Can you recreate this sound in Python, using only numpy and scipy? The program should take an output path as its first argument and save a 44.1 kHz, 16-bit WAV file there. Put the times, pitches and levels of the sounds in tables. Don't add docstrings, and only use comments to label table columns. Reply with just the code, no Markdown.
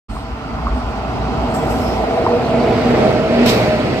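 import sys
import numpy as np
from scipy import signal
from scipy.fft import rfft, irfft
from scipy.io import wavfile
from scipy.ndimage import uniform_filter1d, map_coordinates

SR = 44100
rng = np.random.default_rng(int(sys.argv[2]) if len(sys.argv) > 2 else 0)


def bounce(signal):
    frames = np.transpose(np.atleast_2d(signal))
    limited = np.clip(frames, -1, 1)
    pcm = np.round(limited * 32767).astype(np.int16)
    wavfile.write(sys.argv[1], SR, pcm)


N = 176400
T = np.arange(N) / SR
HZ = np.fft.rfftfreq(N, 1 / SR)
NEAR_S, NEAR_SPAN_S = 2.4, 1

# (time [s], level [dB])
GROUND_LEVEL = [(0.1, -22.5), (0.18, -29.5), (0.26, -31), (0.33, -21.5), (0.41, -35), (0.56, -25),
                (0.6, -32), (0.67, -21), (0.73, -16.5), (0.8, -31), (0.86, -22.5), (1.04, -32.5),
                (1.16, -24.5), (1.25, -27), (1.39, -24), (1.6, -28.5), (1.78, -26.5), (1.86, -26.5),
                (2.03, -28), (2.15, -37), (2.23, -25.5), (2.33, -37), (2.55, -32), (2.85, -30),
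                (3.2, -32.5), (3.68, -29.5), (4, -33)]
# (time [s], level [dB])
RAIL_LEVEL = [(0.1, -36.5), (0.38, -34.5), (0.6, -29.5), (1.0, -30), (1.6, -27.5), (2.15, -30),
              (2.7, -28.5), (3.05, -26), (3.3, -30), (3.55, -26.5), (4, -31)]


def amp(db):
    return 10 ** (np.asarray(db) / 20)


def unit(x):
    return x / np.sqrt(np.mean(abs(x) ** 2) + 1e-20)


def spectrum(points):
    hz, value = np.transpose(points)
    return np.interp(np.log(HZ + 1), np.log(hz + 1), value)


def peaks(modes):
    return sum(db / (1 + (2 * (HZ - hz) / width_hz) ** 2) for hz, width_hz, db in modes)


def curve(points):
    return np.interp(T, *np.transpose(points))


def turn(at_s, span_s):
    return .5 + .5 * np.tanh((T - at_s) / span_s)


def arch(start, length):
    return np.sin(np.pi * np.clip((T - start) / length, 0, 1))


def wander(rate_hz):
    keep_slow = np.exp(-.5 * (np.fft.fftfreq(N, 1 / SR) / rate_hz) ** 2)
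    noise = rng.standard_normal(N) + 1j * rng.standard_normal(N)
    return unit(np.fft.ifft(np.fft.fft(noise) * keep_slow))


def stereo_noise():
    # (frequency [Hz], likeness [0-1])
    likeness = [(60, .98), (150, .94), (400, .83), (950, .7), (2000, .3), (5000, .22), (15000, .25)]
    same = spectrum(likeness)
    a, b = rfft(rng.standard_normal((2, N)))
    mid, side = a * np.sqrt(1 + same), b * np.sqrt(1 - same)
    return unit(irfft([mid + side, mid - side], N))


def colour(x, db):
    return unit(irfft(rfft(x) * amp(db), N))


def steadied(x):
    return x / np.sqrt(uniform_filter1d((x ** 2).mean(0), 2600) + 1e-12)


def wheel_contact():
    patchy_db, flicker_db = 1.31, -0.13
    grid = signal.stft(stereo_noise(), nperseg=512, noverlap=384)[2]
    patches = uniform_filter1d(rng.standard_normal(grid.shape[1:]), size=6, axis=0)
    patches = unit(uniform_filter1d(patches, size=14, axis=1))
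    flicker = unit(uniform_filter1d(rng.standard_normal(grid.shape[2]), size=4))
    grid = grid * amp(patchy_db * patches + flicker_db * flicker)
    return signal.istft(grid, nperseg=512, noverlap=384)[1][:, :N]


def rolling():
    # (time [s], level [dB])
    boom_level = [(0.1, -29.5), (0.36, -32.5), (0.55, -26.5), (0.75, -26), (0.79, -29), (1.08, -27),
                  (1.14, -23.5), (1.33, -22.5), (1.85, -21), (2.05, -26), (2.5, -20.5), (2.8, -19),
                  (2.92, -18), (3.03, -15.5), (3.15, -18), (3.23, -19.5), (3.36, -21.5), (3.48, -16),
                  (3.75, -19.5), (3.92, -18.5), (3.98, -22.5)]
    # (time [s], level [dB])
    roar_level = [(0.1, -36.5), (0.351, -34), (1.24, -25.5), (1.7, -19.5), (1.82, -21.5), (2.24, -17.5),
                  (2.5, -19.5), (2.7, -13.5), (2.78, -18.5), (3.0, -14), (3.09, -13.5), (3.15, -18.5),
                  (3.24, -18.5), (3.4, -15.5), (3.58, -15.5), (3.75, -21.5), (3.98, -21)]
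    # (time [s], level [dB])
    rush_level = [(0.1, -41), (0.4, -39), (0.8, -37.5), (1.5, -34), (2.0, -32.5), (2.4, -32), (2.7, -29),
                  (3.02, -26.5), (3.25, -30), (3.45, -23.5), (3.65, -25), (3.8, -28), (4, -28.5)]
    # (frequency [Hz], relative level [dB])
    far_tone = [(20, -41), (35, -12), (48, 7), (60, 10), (80, -7.5), (120, -6.5), (175, -7.5), (240, -0.5),
                (320, -13), (410, -9), (470, -4.5), (520, -18.5), (600, -5.5), (670, -6.5), (800, -11.5),
                (960, -13), (1400, -20.5), (1650, -32.5), (2600, -28.5), (3600, -36), (4700, -35),
                (6500, -46.5), (8500, -49.5), (9700, -64.5), (11500, -54), (15000, -66)]
    # (frequency [Hz], relative level [dB])
    near_tone = [(20, -37), (35, -22), (55, -1), (85, -11), (130, -3.5), (170, -3.5), (230, 0), (280, -5.5),
                 (470, 9.5), (550, 2.5), (640, 8), (770, -5), (950, -6.5), (1350, -13), (1700, -18),
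                 (2500, -13.5), (3300, -23), (4600, -22.5), (6500, -36), (8500, -38.5), (9900, -53),
                 (11500, -47), (15000, -50)]
    # (frequency [Hz], width [Hz], boost [dB])
    resonances = [(120, 10, 5.5), (181, 19, -3), (324, 33, 1), (766, 44, 6.5), (958, 29, -12),
                  (995, 38, 4.5), (1071, 85, -4.5), (1312, 49, 3.5), (1830, 62, 3), (2012, 33, 5),
                  (2200, 40, 4.5), (2370, 25, -2.5), (3020, 18, 4), (3300, 22, 5.5), (3880, 12, 6),
                  (5170, 34, 2.5)]
    # ground, boom, roar, rails, rush (frequency [Hz])
    band_edges = [90, 300, 900, 1600]
    band_gains = [-1.25, -1.2, -1.58, -1.34, -0.91]
    contact, near = wheel_contact(), turn(NEAR_S, NEAR_SPAN_S)
    ringing_db = peaks(resonances)
    below = [0] + [1 / (1 + (HZ / edge) ** 16) for edge in band_edges] + [1]
    out = 0
    for k, level in enumerate([GROUND_LEVEL, boom_level, roar_level, RAIL_LEVEL, rush_level]):
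        band_db = 10 * np.log10(abs(below[k + 1] - below[k]) + 1e-12) + ringing_db
        far_sound = colour(contact, band_db + spectrum(far_tone))
        near_sound = colour(contact, band_db + spectrum(near_tone))
        blend = steadied((1 - near) * far_sound + near * near_sound)
        out = out + blend * amp(curve(level) + band_gains[k])
    return out


def ground_hum():
    hum_hz, waver_hz, over_rumble_db = 59.4, 2.99, -4
    pitch = hum_hz + waver_hz * unit(wander(6.04).real)
    cycles = np.cumsum(pitch) / SR + rng.random()
    far = 1 - turn(NEAR_S, NEAR_SPAN_S)
    return unit(np.sin(2 * np.pi * cycles)) * amp(curve(GROUND_LEVEL) + over_rumble_db) * far


def rail_singing():
    # (pitch [Hz], relative level [dB])
    rail_notes = [(4247, -6), (6901, -11), (8280, -4), (8380, -13), (10400, -21), (12030, -19),
                  (14400, -14)]
    # (start [s], length [s], level [dB])
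    bursts = [(0.05, 0.21, -46), (0.73, 0.1, -51), (1.22, .06, -55), (1.48, .08, -46), (2.1, 0.16, -55)]
    waver_hz, rest_db = 28, -69
    notes = 0
    for hz, db in rail_notes:
        waver = wander(58)
        pitch = hz + waver_hz * np.array([waver.real, waver.imag])
        cycles = np.cumsum(pitch, axis=1) / SR + rng.random((2, 1))
        notes = notes + amp(db) * np.sin(2 * np.pi * cycles)
    swells = sum(amp(db) * arch(start, length) for start, length, db in bursts)
    return notes * (amp(rest_db) + swells)


def rail_pings():
    # (time [s], peak level [dB], pitch before tuning [Hz])
    loud_pings = [(0.166, -20, 1080), (0.589, -19.5, 980), (0.668, -12.5, 1130), (0.679, -19, 1160),
                  (1.271, -18, 1040), (2.0, -12, 690), (2.038, -16, 793), (2.176, -6.5, 700),
                  (2.264, -5.5, 976), (2.271, -13, 1060), (2.316, -13.5, 940), (2.536, -13, 746),
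                  (3.067, -19, 780)]
    rise_s, fall_s, overshoot, tuning = 0.0025, 0.0013, 0.49, 0.952
    faint_per_s, over_rails_db = 10, -1.5
    faint_db = curve(RAIL_LEVEL) + over_rails_db
    draws = rng.random((int(faint_per_s * N / SR), 3)) * [T[-1], 1, 1]
    faint_pings = [(start, faint_db[int(start * SR)] + 6 * (size - .5), 750 + 650 * height)
                   for start, size, height in draws]
    t, out = np.arange(SR // 30) / SR, np.zeros(N)
    envelope = (t / rise_s * np.exp(1 - t / rise_s)) ** 2
    for start, db, hz in list(loud_pings) + faint_pings:
        pitch = hz * tuning * (1 + overshoot * np.exp(-t / fall_s))
        ping = envelope * np.sin(2 * np.pi * np.cumsum(pitch) / SR)
        slot = out[round(start * SR):][:len(t)]
        slot += amp(db) * ping[:len(slot)]
    return out


def motor_drone():
    # (loudest at [s], swell time [s], pitch when level with us [Hz], level [dB], rough [0-1])
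    motor_notes = [(0.75, 0.086, 237, -28.5, 0.35), (1.4, 1, 636, -34.5, 0.87),
                   (2.31, 0.17, 462, -21.5, 0.51), (2.42, 0.35, 637.5, -21.5, .6),
                   (2.66, 0.21, 233.9, -22, 0.42), (2.67, .1, 325.5, -25.5, 0.2),
                   (2.92, 0.061, 230, -12.5, 0), (3.101, 0.13, 611.7, -22.5, .4),
                   (3.32, 0.13, 657, -21.5, 0.63), (3.42, 0.12, 238, -14.5, 0.21),
                   (3.68, 0.17, 634, -19.5, 0.58)]
    doppler_share, waver_hz, breakup_hz = .035, 3.5, 11.7
    shift = 1 + doppler_share * (1 - 2 * turn(at_s=3.15, span_s=0.3463))
    out = 0
    for at_s, span_s, hz, db, rough in motor_notes:
        pitch = hz * shift + waver_hz * unit(wander(7.05).real)
        cycles = np.cumsum(pitch) / SR + rng.random()
        note = np.exp(2j * np.pi * cycles) * (1 - rough + rough * wander(breakup_hz))
        swell = np.exp(-((T - at_s) / span_s) ** 2)
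        out = out + unit(note.real) * amp(db) * swell
    return out


def scrape(strokes, hiss, modes):
    friction, out = stereo_noise(), 0
    for start, rise, fade, db, ring in strokes:
        attack = np.clip((T - start) / rise, 0, 1)
        decay = amp(db - fade * np.maximum(T - start - rise, 0))
        out = out + attack * decay * colour(friction, spectrum(hiss) + ring * peaks(modes))
    return out


def far_scrapes():
    # (start [s], rise [s], fade [dB per s], level [dB], ring [0-1])
    strokes = [(1.536, 0.011, 150, -35, 1), (1.61, 0.08, 24, -48, 0), (1.692, .01, 130, -41, .8),
               (1.76, .08, 90, -47.5, 0)]
    # (frequency [Hz], relative level [dB])
    hiss = [(100, -29), (3000, -10), (5500, 6), (6600, 0.5), (7500, 0.5), (9000, 1), (10000, -11),
            (11300, 3), (14000, -3.5), (15500, -11)]
    # (frequency [Hz], width [Hz], boost [dB])
    steel_notes = [(7450, 500, 10), (8020, 360, 13)]
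    return scrape(strokes, hiss, steel_notes)


def wheel_squeal():
    # (start [s], length [s])
    timing = (1.79, .2)
    pitch_hz, width_hz, level_db = 5300, 560, -39.5
    band_db = -20 * np.log10(1 + (2 * (HZ - pitch_hz) / width_hz) ** 2)
    return amp(level_db) * arch(*timing) * colour(stereo_noise(), band_db)


def flange_scrape():
    # (start [s], rise [s], fade [dB per s], level [dB], ring [0-1])
    strokes = [(3.456, 0.006, 100, -19.5, 0.55), (3.472, 0.025, 400, -23.5, 1)]
    # (frequency [Hz], relative level [dB])
    hiss = [(1000, -20), (2300, 4), (3000, 3.5), (4000, 4), (5500, 0.5), (7000, -8), (8500, -7),
            (10000, -19.5), (11500, -9.5), (14000, -10), (15500, -18)]
    # (frequency [Hz], width [Hz], boost [dB])
    wheel_notes = [(2250, 70, 5), (2430, 60, 5), (3790, 75, 13), (4260, 70, 5), (5210, 100, 9),
                   (7660, 110, 9), (9500, 150, 5)]
    return scrape(strokes, hiss, wheel_notes)


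def scene():
    train = rolling() + ground_hum() + rail_singing() + rail_pings() + motor_drone()
    train = train + far_scrapes() + wheel_squeal() + flange_scrape()
    side_delay_ms = 0.13
    lag = side_delay_ms * SR / 1000 * (turn(at_s=2.67, span_s=0.34) - .5)
    return np.array([map_coordinates(channel, [np.arange(N) + side * lag], order=5, mode="nearest")
                     for channel, side in zip(train, (-1, 1))])


def record(dry):
    # (frequency [Hz], left minus right [dB])
    balance = [(30, 0), (60, 0), (130, -0.5), (230, -0.5), (450, -2), (750, -0.4), (1200, -2.3),
               (2400, -3.7), (4200, -4), (6000, 0.5), (7600, 20), (9000, 15), (10800, -2), (14900, 0)]
    on_s, rise_s, top_hz = 0.084, 0.016, 15400
    gains = amp(spectrum(balance) * np.array([[.5], [-.5]]))
    sound = irfft(rfft(dry) * gains / np.sqrt((gains ** 2).mean(0)), N)
    sound = sound * np.clip((T - on_s) / rise_s, 0, 1)
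    treble_cut = signal.firwin(511, top_hz, window=("kaiser", 9), fs=SR)
    return signal.oaconvolve(sound, treble_cut[None], "same")


dry = scene()
out = record(dry)
bounce(out)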